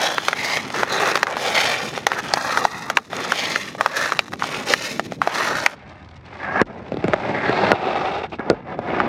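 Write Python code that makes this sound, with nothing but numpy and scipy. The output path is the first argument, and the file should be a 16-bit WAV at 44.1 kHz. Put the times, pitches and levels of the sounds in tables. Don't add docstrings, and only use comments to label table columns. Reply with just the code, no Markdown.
import sys
import numpy as np
from scipy import signal
from scipy.fft import rfft, irfft
from scipy.io import wavfile
from scipy.ndimage import uniform_filter1d

SR = 44100
rng = np.random.default_rng(int(sys.argv[2]) if len(sys.argv) > 2 else 0)


def pcm_store(signal):
    levels = np.round(np.clip(np.atleast_2d(signal), -1, 1) * 32767)
    wavfile.write(sys.argv[1], SR, levels.astype(np.int16).T)


N = 400428
TIME = np.arange(N) / SR
FREQ_HZ = np.fft.rfftfreq(N, 1 / SR)


def amp(db):
    return 10 ** (np.asarray(db) / 20)


def unit_rms(x):
    return x / np.sqrt(np.mean(x ** 2) + 1e-20)


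def add(mix, start_s, sound):
    part = mix[round(start_s * SR):][:len(sound)]
    part += sound[:len(part)]


def through(x, response):
    return signal.oaconvolve(x, response)[:len(x)]


def band(x, low_hz, high_hz, order):
    return signal.sosfilt(signal.butter(order, [low_hz, high_hz], "band", fs=SR, output="sos"), x)


def coloured(spectrum):
    hz, db = np.transpose(spectrum)
    gain = amp(np.interp(np.log(FREQ_HZ + 1), np.log(hz), db))
    return unit_rms(irfft(rfft(rng.standard_normal(N)) * gain, N))


def wander(rate_hz):
    lowpass = np.exp(-(FREQ_HZ / rate_hz) ** 2)
    return unit_rms(irfft(rfft(rng.standard_normal(N)) * lowpass, N))


# frequency_hz, relative_db
AIR_SPECTRUM = [(20, -27.5), (80, 13), (250, -15), (1000, -4), (2500, -34), (9000, -42.5), (16000, -94)]

def open_air():
    return amp(-55.5) * coloured(AIR_SPECTRUM)


# time_s, level_db
GLIDE_LEVEL = [(0, -40.5), (.8, -37.5), (2.95, -37.5), (3.05, -44.5), (3.13, -35.5), (3.72, -39.5),
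               (3.92, -39), (4.55, -36.5), (5.55, -37), (5.8, -48.5), (6.15, -63), (6.55, -43), (7.65, -30),
               (8.29, -44), (8.9, -34.5)]
# frequency_hz, relative_db
RUMBLE_SPECTRUM = [(20, -36.5), (45, -22.5), (75, -11), (130, 0), (230, 2.5), (450, -5), (900, -23.5),
                   (3000, -59.5), (16000, -96)]

def runners():
    return coloured(RUMBLE_SPECTRUM) * amp(glide_db(bumps_db=2, rate_hz=18))


def glide_db(bumps_db, rate_hz):
    return np.interp(TIME, *np.transpose(GLIDE_LEVEL)) + bumps_db * wander(rate_hz)


def responses(modes):
    bins_hz = np.fft.rfftfreq(4096, 1 / SR) + 1
    hz, width_hz, *levels = np.transpose(modes)[:, :, None]
    peaks = 1 / (1 + ((bins_hz ** 2 - hz ** 2) / (bins_hz * width_hz)) ** 2 / 2) ** 2
    out = []
    for db in levels:
        log_gain = np.log((amp(db) ** 2 * peaks).sum(0) + 1e-10) / 2
        mirrored = np.r_[log_gain, log_gain[-2:0:-1]]
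        spectrum = np.exp(np.conj(signal.hilbert(mirrored)))
        response = np.fft.ifft(spectrum).real[:len(bins_hz)]
        out.append(response / np.linalg.norm(response))
    return out


def crumbling(grains_per_s, spread_db, chatter_db, chatter_hz, powder, patchy_db):
    octave = np.clip(np.log2((FREQ_HZ + 1) / 600), 0, 4)
    spectrum = 0
    for k in range(5):
        sizes = amp(spread_db * np.minimum(rng.exponential(1, N), 4)) * rng.choice([-1, 1], N)
        cracks = unit_rms(sizes * (rng.random(N) < grains_per_s / SR))
        cracks *= amp(patchy_db * wander(rate_hz=18))
        spectrum = spectrum + rfft(cracks) * np.sqrt(np.maximum(1 - abs(octave - k), 0))
    force = irfft(spectrum, N) + powder * rng.standard_normal(N)
    chatter = amp(chatter_db * 2 * np.tanh(wander(chatter_hz) / 2))
    return unit_rms(force * chatter)


def chips(per_s, low_hz, high_hz, crunch_s):
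    sizes = amp(3.5 * np.minimum(rng.exponential(1, N), 2)) * (rng.random(N) < per_s / SR)
    pole = np.exp(-1 / (crunch_s * SR))
    clusters = signal.lfilter([1], [1, -2 * pole, pole ** 2], sizes)
    return unit_rms(band(clusters * rng.standard_normal(N), low_hz, high_hz, order=3))


def strokes(rows, bite_s, release_s, swell_db, ease_db, swell_curve, ease_curve, rest_db):
    power = amp(glide_db(bumps_db=6, rate_hz=26) + np.array(rest_db)[:, None]) ** 2
    for start, swell_s, ease_s, body_db, hiss_db, *_ in rows:
        length_s = swell_s + ease_s + release_s
        during = (TIME > start) & (TIME < start + length_s)
        t = TIME[during] - start
        pressure_db = swell_db * np.clip(1 - t / swell_s, 0, 1) ** swell_curve
        pressure_db += ease_db * np.clip((t - swell_s) / ease_s, 0, 1) ** ease_curve
        contact = np.clip(np.minimum(t / bite_s, (length_s - t) / release_s), 0, 1)
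        power[:, during] += (amp([[body_db], [hiss_db]]) * amp(pressure_db) * contact) ** 2
    return np.sqrt(power)


def held(rows, column):
    rows = np.array(rows)
    latest = np.maximum(np.searchsorted(rows[:, 0], TIME) - 1, 0)
    return np.clip(uniform_filter1d(rows[latest, column], size=600), 0, 1)


def fade_in(start_s):
    return np.clip((TIME - start_s) / 0.041, 0, 1)


def scrape(force, bodies, shares, body_gain, hiss_gain, split_hz):
    lowpass = 1 / (1 + (FREQ_HZ / split_hz) ** 8)
    out = np.zeros(N)
    for body, share in zip(bodies, shares):
        spectrum = rfft(through(np.roll(force, rng.integers(N)), body))
        low = unit_rms(irfft(spectrum * lowpass, N))
        high = unit_rms(irfft(spectrum * (1 - lowpass), N))
        out += np.sqrt(share) * (body_gain * low + hiss_gain * high)
    return out


# start_s, end_s, pitch_hz, lift_db
PRESSED_MODES = [(0, 0.212, 3370, 12), (0, 0.158, 5600, 5), (0, 0.21, 590, 7), (0.34, 0.608, 2100, 9),
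                 (0.357, 0.583, 4560, 7), (.37, 0.603, 3540, -6), (0.89, 1.003, 3930, 13.5),
                 (.89, 0.98, 6360, 7.5), (0.984, 1.198, 2600, 6), (1.533, 1.74, 4430, 7.5),
                 (1.52, 1.833, 2010, 7), (1.448, 1.79, 3270, 4), (2.357, 2.986, 1220, 7),
                 (2.36, 2.97, 890, 5), (2.36, 2.898, 3000, -14), (3.35, 3.48, 3130, 7.5),
                 (3.34, 3.58, 4400, 9.5), (3.463, 3.69, 2030, 8), (3.35, 3.627, 6600, 4.5),
                 (3.93, 4.093, 1700, 8.5), (4.51, 4.977, 420, 10), (4.66, 4.946, 5140, 3),
                 (4.648, 4.997, 3330, -11), (5.336, 5.628, 3100, -5), (5.345, 5.62, 3750, 1.5),
                 (6.39, 6.624, 1750, 8.5), (7.333, 7.524, 1870, 11), (7.45, 7.742, 4320, 8),
                 (7.49, 8.36, 745, 5), (8.31, 8.355, 2620, 12), (8.38, 8.417, 1450, 5.5)]

def sing(x, width_hz, width_share, fade_s):
    out = x.copy()
    drift = 1 + 0.015 * wander(rate_hz=5.9)
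    for start, end, hz, lift_db in PRESSED_MODES:
        during = (TIME > start) & (TIME < end)
        pressed = np.clip(np.minimum(TIME[during] - start, end - TIME[during]) / fade_s, 0, 1)
        carrier = np.exp(2j * np.pi * np.cumsum(hz * drift[during]) / SR)
        pole = np.exp(-np.pi * (width_hz + width_share * hz) / SR)
        resonance = 2 * (carrier * signal.lfilter([1 - pole], [1, -pole], x[during] / carrier)).real
        out[during] += (amp(lift_db) - 1) * pressed * resonance
    return out


def flexing(x, count, shortest_s, longest_s, depth, slide):
    out = x.copy()
    knots_s = np.arange(0, TIME[-1] + .5, .2)
    stretch = 1 + slide * wander(rate_hz=2.13)
    for delay_s in np.geomspace(shortest_s, longest_s, count) * rng.uniform(0.926, 1.1, count):
        strength = depth * np.interp(TIME, knots_s, rng.standard_normal(len(knots_s)))
        out += strength * np.interp(TIME - delay_s * stretch, TIME, x)
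    return out


def hits(rows, bodies, shares, fall_s, hardness, rise_s, rattle_s, tail_db, tail_s, shudder_s):
    t = np.arange(4000) / SR
    out = np.zeros(N)
    for start, blow_db, hz, swell_s, ring_db in rows:
        swell = t / swell_s * np.exp(1 - t / swell_s)
        blow = swell * np.sin(2 * np.pi * hz * fall_s * np.log(1 + t / fall_s))
        shudder = through(rng.standard_normal(len(t)) * t * np.exp(-t / shudder_s), blow)
        blow += amp(-5) * shudder * np.linalg.norm(blow) / np.linalg.norm(shudder)
        decay = np.exp(-t / rattle_s) + amp(tail_db) * np.exp(-t / tail_s)
        rattle = rng.standard_normal(len(t)) * (1 - np.exp(-t / rise_s)) * decay
        rattle = signal.lfilter([1, -hardness], [1], rattle)
        struck = sum(share[round(start * SR)] * body for body, share in zip(bodies, shares))
        ring = through(rattle, struck)
        ring *= np.sqrt(SR * rattle_s / 2) / np.linalg.norm(ring)
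        add(out, start, amp(blow_db) * blow + amp(ring_db) * ring)
    return out


def ping(rows, modes, cycles, scatter_db, octave_db):
    t = np.arange(SR // 5) / SR
    hz, db = np.transpose(modes)[:, :, None]
    decay = np.exp(-hz * t / cycles) * (1 - np.exp(-hz * t))
    out = np.zeros(N)
    for start, _, pitch_hz, _, ring_db in rows:
        strength, phase = rng.uniform(-1, 1, (2, len(modes), 1))
        gain = amp(ring_db + db + scatter_db * strength + octave_db * abs(np.log2(hz / pitch_hz)))
        add(out, start, (gain * decay * np.sin(2 * np.pi * hz * t + np.pi * phase)).sum(0))
    return out


# frequency_hz, relative_db
SHEET_SPECTRUM = [(45, -13), (80, 0), (220, -11), (16000, -110)]

def carved_ice(force, hiss_gain):
    spray = amp(-25) * hiss_gain * unit_rms(band(force, 4400, 5730, order=2))
    ticks = amp(-57) * chips(per_s=70, low_hz=500, high_hz=4200, crunch_s=.0018)
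    return spray + ticks + amp(-45) * coloured(SHEET_SPECTRUM)


# start_s, blow_db, pitch_hz, ring_db, boom_db
TURN_KNOCKS = [(6.6153,1.5,356,-4,-26), (6.92,-12.5,477,-18,-24.5), (6.942,-17,423,-16,-29),
               (6.97,-18,453,-16,-21), (7.0415,-8.5,388,-8.5,-14.5), (7.0817,-9,410,-8.5,-17),
               (7.1345,1,1500,-3.5,-20), (7.139,-0.5,666,-9,-30), (7.494,-8,400,-7.5,-26),
               (7.7174,6,1140,7,-14.5), (7.7305,3.5,650,-28,-41), (8.3937,-16.5,316,-22,-37),
               (8.4999,5,452,7,-23), (8.5126,0.5,450,-24,-41), (8.5293,-5.5,406,-28,-31),
               (8.7897,-14,630,-15,-30), (9.002,1.5,1240,-26,-32)]

def knocks(bodies, shares):
    swell_cycles = 0.39
    blows = [(start, blow_db, hz, swell_cycles / hz, ring_db)
             for start, blow_db, hz, ring_db, _ in TURN_KNOCKS]
    impacts = hits(blows, bodies, shares, fall_s=0.062, hardness=0.76, rise_s=0.00041,
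                   rattle_s=0.00087, tail_db=-28.5, tail_s=0.0047, shudder_s=0.003)
    return impacts + ping(blows, [(1420, -15)], cycles=14.4, scatter_db=6, octave_db=-4.5)


def booms(start_hz, end_hz, fall_s, swell_s):
    t = np.arange(SR // 8) / SR
    swell = (t / swell_s * np.exp(1 - t / swell_s)) ** 2
    out = np.zeros(N)
    for start, *_, boom_db in TURN_KNOCKS:
        hz = rng.uniform(0.77, 1.17) * (end_hz + (start_hz - end_hz) * np.exp(-t / fall_s))
        add(out, start, amp(boom_db) * swell * np.sin(2 * np.pi * np.cumsum(hz) / SR))
    return out


def turning_away(x, start_s, above_hz, treble_db):
    highpass = 1 - 1 / (1 + (FREQ_HZ / above_hz) ** 4)
    treble = irfft(rfft(x) * highpass, N)
    return x + (amp(treble_db) - 1) * fade_in(start_s) * treble


TURN_START_S = 5.72
# pitch_hz, width_hz, flat_db, edge_db, drag_db
SLIDE_MODES = [(226, 166, 4, -22, -11), (376, 89, 5.5, -5, -12), (588, 147, 7.5, -12.5, -11),
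               (785, 200, 1.5, -6.5, -3), (1238, 330, -11, -8.5, 1), (1650, 260, -11.5, -34, 3.5),
               (2106, 400, -12, -14, -4), (2600, 430, -19.5, -15, -11), (3540, 640, -23.5, -20, -23),
               (4520, 1000, -32, -32.5, -42), (7290, 440, -57, -65, -58)]
# start_s, swell_s, ease_s, body_db, hiss_db, edge_share, drag_share
TURN_SLIDES = [(5.72, 0.058, 0.42, -47, -45, 0, 0.14), (6.19, 0.27, 0.033, -41, -38.5, 0.02, 0),
               (6.395, 0.055, 0.069, -36.5, -34.5, 0, 0), (6.44, 0.18, 0.0081, -22, -27, 0.01, 0.97),
               (6.635, 0.075, 0.23, -35.5, -43, 0, 0.3), (6.92, 0.36, 0.39, -25, -30, 0.03, 0),
               (7.3, 0.41, 0.18, -22.5, -24.5, 0.11, 0.09), (7.73, 0.16, 0.33, -22.5, -25.5, 0.74, 0.04),
               (8.225, 0.02, 0.02, -28, -31, 0.7, 0.3), (8.318, 0.018, 0.011, -25, -34, 0.86, 0),
               (8.383, 0.011, 0.082, -31, -35.5, 0.02, 0.98), (8.43, 0.079, 0.099, -27.5, -34, 0.13, 0.19),
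               (8.63, 0.086, 0.041, -28.5, -35, 0, 0.2), (8.77, 0.27, .17, -21, -25.5, 0.08, 0.1)]

def turn():
    edge, drag = held(TURN_SLIDES, column=5), held(TURN_SLIDES, column=6)
    flat = np.clip(1 - edge - drag, 0, 1)
    bodies, shares = responses(SLIDE_MODES), [flat, edge, drag]
    body_gain, hiss_gain = fade_in(TURN_START_S) * strokes(
        TURN_SLIDES, bite_s=0.0036, release_s=0.0096, swell_db=-23, ease_db=-9,
        swell_curve=2.6, ease_curve=1, rest_db=(-16.5, -14))
    force = crumbling(grains_per_s=2800, spread_db=3, chatter_db=3, chatter_hz=124,
                      powder=0.48, patchy_db=1)
    sliding = scrape(force, bodies, shares, body_gain, hiss_gain, split_hz=926)
    sliding = sing(sliding, width_hz=180, width_share=0.066, fade_s=0.016)
    sliding = flexing(sliding, count=6, shortest_s=.002, longest_s=.007, depth=.12, slide=.03)
    impacts = knocks(bodies, shares) + booms(start_hz=437, end_hz=72.5, fall_s=0.0077, swell_s=0.0084)
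    sliding += fade_in(TURN_START_S) * carved_ice(force, hiss_gain)
    sliding = turning_away(sliding, start_s=8.36, above_hz=3100, treble_db=-7)
    return band(sliding + impacts, 32, 9300, order=14)


# start_s, end_s, level_db
GRIT_PATCHES = [(.98, 1.17, -27), (1.26, 1.4, -34), (3.97, 4.18, -31), (4.19, 4.42, -39)]

def grit(blade):
    grains = unit_rms(through(chips(per_s=95, low_hz=700, high_hz=12000, crunch_s=.0004), blade))
    return grains * sum(amp(db) * (TIME > start) * (TIME < end) for start, end, db in GRIT_PATCHES)


# pitch_hz, level_db
CLACK_MODES = [(430, -20.5), (790, -12.5), (1210, -13), (1630, -12), (1960, -8), (3300, -8.5), (4600, -8.5)]
# start_s, blow_db, pitch_hz, swell_s, ring_db
BLADE_TAPS = [(0.182,-0.5,1680,0.00021,-13), (.283,-8,1820,0.00042,-4), (0.3299,-4.5,2030,0.00045,-13),
              (0.5709,-6,2540,0.00032,-13), (0.702,-19,2600,0.00026,-20), (0.8326,2,1180,0.00024,-14),
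              (1.1559,0,1560,0.0002,-7), (1.174,-12,2690,0.00019,-8.5), (1.2302,0,1630,0.00049,-5),
              (1.269,-3.5,1770,0.00031,-16), (1.368,-7.5,1020,0.00046,-15), (1.9765,-14,724,0.00079,-14.5),
              (2.067,-20,3080,0.0012,0), (2.118,2,1620,0.00024,-15), (2.1337,-8,2150,.0003,-30),
              (2.3372,0,5560,0.00036,-2), (2.3724,-3.5,1000,0.00042,-17), (2.5736,-0.5,1350,0.00039,-7),
              (2.6514,2,1140,0.00055,-6), (2.8999,-31,1420,0.00027,-7), (2.9708,-1,3130,0.00057,-4.5),
              (2.9718,-1.5,1540,0.00092,-5), (2.9846,-10,1490,.0008,-19), (3.1307,-11,1090,0.00053,-17),
              (3.3204,-3.5,1900,0.00089,-8), (3.5592,-2.5,2100,0.00045,-13), (3.75,-19,950,0.00055,-28.5),
              (3.8096,2.5,1460,0.00029,-9.5), (3.8608,5.5,1160,0.0005,-5.5), (4.121,-3.5,1550,0.00056,-12),
              (4.1913,-1.5,3600,0.00055,-3.5), (4.3348,-20,900,.0007,-15), (4.4225,-4,1540,0.00038,-30),
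              (4.4407,-9,1410,0.00041,-23), (4.7369,-1,2670,0.00065,-1.5), (4.9955,-1.5,1100,0.00025,-15),
              (5.121,-14.5,800,0.00063,-23.5), (5.2173,0.5,1460,0.00044,-20), (5.2741,3,1020,0.00039,-15),
              (5.6618,-1.5,3210,0.0014,-2.5)]

def taps(blade, shares):
    blows = hits(BLADE_TAPS, blade, shares, fall_s=0.00294, hardness=0.037, rise_s=0.00048,
                 rattle_s=0.002, tail_db=-22, tail_s=0.0042, shudder_s=0.0011)
    blows += ping(BLADE_TAPS, CLACK_MODES, cycles=7, scatter_db=3, octave_db=-3)
    blows = signal.sosfilt(signal.butter(2, 270, "high", fs=SR, output="sos"), blows)
    round_trip_s = .0073
    first_echo = amp(-18) * np.interp(TIME - round_trip_s, TIME, blows)
    second_echo = amp(-26) * np.interp(TIME - 2 * round_trip_s, TIME, blows)
    return blows + first_echo + second_echo


# pitch_hz, width_hz, forehand_db, backhand_db
BLADE_MODES = [(530, 344, 4, 0), (620, 110, -3.5, -6), (828, 156, 4.5, -2), (1170, 290, -28, -4),
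               (1250, 560, 3, -2), (1680, 540, -11.5, -2.5), (1858, 150, -1, -1.5), (2180, 560, 1, -13),
               (2550, 340, -3.5, -10), (3080, 560, -3, -33), (3520, 200, -3, -13.5),
               (3890, 830, -9.5, -10.5), (4170, 300, -8, -24), (5170, 1260, -8, -16.5),
               (5850, 1180, -22, -16.5), (6570, 700, -12.5, -21.5), (8970, 2300, -21.5, -28.5),
               (11600, 3300, -27.5, -30.5)]
# start_s, swell_s, ease_s, body_db, hiss_db, backhand_share
BLADE_SWEEPS = [(-.03, 0.011, 0.24, -23.5, -28, 0.98), (.21, 0.098, 0.057, -30.5, -31, 0.2),
                (.355, 0.15, 0.15, -29, -28.5, 0.42), (.62, 0.12, 0.049, -34.5, -40, 0.03),
                (.735, 0.021, 0.12, -21.5, -31, 0.62), (.87, 0.15, 0.23, -21, -30, 0.83),
                (1.25, 0.059, 0.071, -25, -36, 0.05), (1.37, 0.15, 0.092, -25, -28, 0.3),
                (1.54, 0.036, 0.32, -23, -24, 0.04), (1.925, 0.011, 0.099, -31, -35.5, 0.04),
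                (2.06, 0.14, 0.0079, -24.5, -33, 0.8), (2.22, 0.19, 0.069, -29, -34.5, 0),
                (2.36, 0.2, 0.22, -28, -30.5, 1), (2.66, 0.1, 0.3, -35, -38.5, 0.97),
                (3.095, 0.11, 0.21, -28.5, -34.5, 0.3), (3.28, 0.11, 0.32, -30.5, -29.5, 0.12),
                (3.775, 0.091, 0.37, -28.5, -36.5, 0.77), (3.945, 0.025, 0.15, -23.5, -25.5, 0.97),
                (4.395, 0.165, 0.1, -30, -34, 0.03), (4.66, 0.06, 0.026, -27, -23, 0.18),
                (4.72, 0.12, 0.13, -32.5, -27, 0.47), (5.21, 0.11, 0.79, -26.5, -35.5, 0.4),
                (5.335, 0.043, 0.29, -23, -29, 0.8), (5.65, 0.049, 0.027, -47.5, -51, 0)]

def stick():
    backhand = held(BLADE_SWEEPS, column=5)
    blade, shares = responses(BLADE_MODES), [1 - backhand, backhand]
    body_gain, hiss_gain = (1 - fade_in(TURN_START_S)) * strokes(
        BLADE_SWEEPS, bite_s=0.01, release_s=0.069, swell_db=-7.5, ease_db=-12,
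        swell_curve=1.8, ease_curve=1.75, rest_db=(-20, -16))
    hiss_gain *= amp(1.4 * wander(rate_hz=40))
    force = crumbling(grains_per_s=1900, spread_db=3.5, chatter_db=2.5, chatter_hz=110,
                      powder=0.42, patchy_db=1.5)
    scraping = scrape(force, blade, shares, body_gain, hiss_gain, split_hz=2050)
    scraping = sing(scraping, width_hz=99, width_share=0.049, fade_s=0.0094)
    scraping = flexing(scraping, count=7, shortest_s=.0007, longest_s=.0042, depth=.17, slide=.04)
    tapping = taps(blade, shares)
    flake_gain = amp(-32.5) * np.sqrt(body_gain)
    flakes = flake_gain * chips(per_s=34, low_hz=1400, high_hz=7750, crunch_s=0.00059)
    return scraping + tapping + flakes + grit(blade[1])


def scene():
    return (stick() + turn() + runners() + open_air())[None]


def gain_control(x, threshold_db, ratio, attack_s, recovery_db_per_s):
    level_db = 10 * np.log10(abs(uniform_filter1d(x[0] ** 2, size=100)) + 1e-12)
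    over_db = np.maximum(level_db - threshold_db, 0) * (1 - 1 / ratio)
    recovered_db = TIME * recovery_db_per_s
    cut_db = np.maximum.accumulate(over_db + recovered_db) - recovered_db
    lag = np.exp(-1 / (attack_s * SR))
    return x * amp(-signal.lfilter([1 - lag], [1, -lag], cut_db))


def record(dry):
    bass_hz, top_hz = 50, 16100
    thinned = signal.sosfilt(signal.butter(3, bass_hz, "high", fs=SR, output="sos"), dry)
    ducked = gain_control(thinned, threshold_db=-11, ratio=3.62, attack_s=0.005, recovery_db_per_s=30)
    clipped = ducked / (1 + ducked ** 8) ** (1 / 8)
    lowpass = signal.firwin(401, top_hz, window=("kaiser", 9), fs=SR)
    return signal.oaconvolve(clipped, lowpass[None], "same")


dry = scene()
out = record(dry)
pcm_store(out)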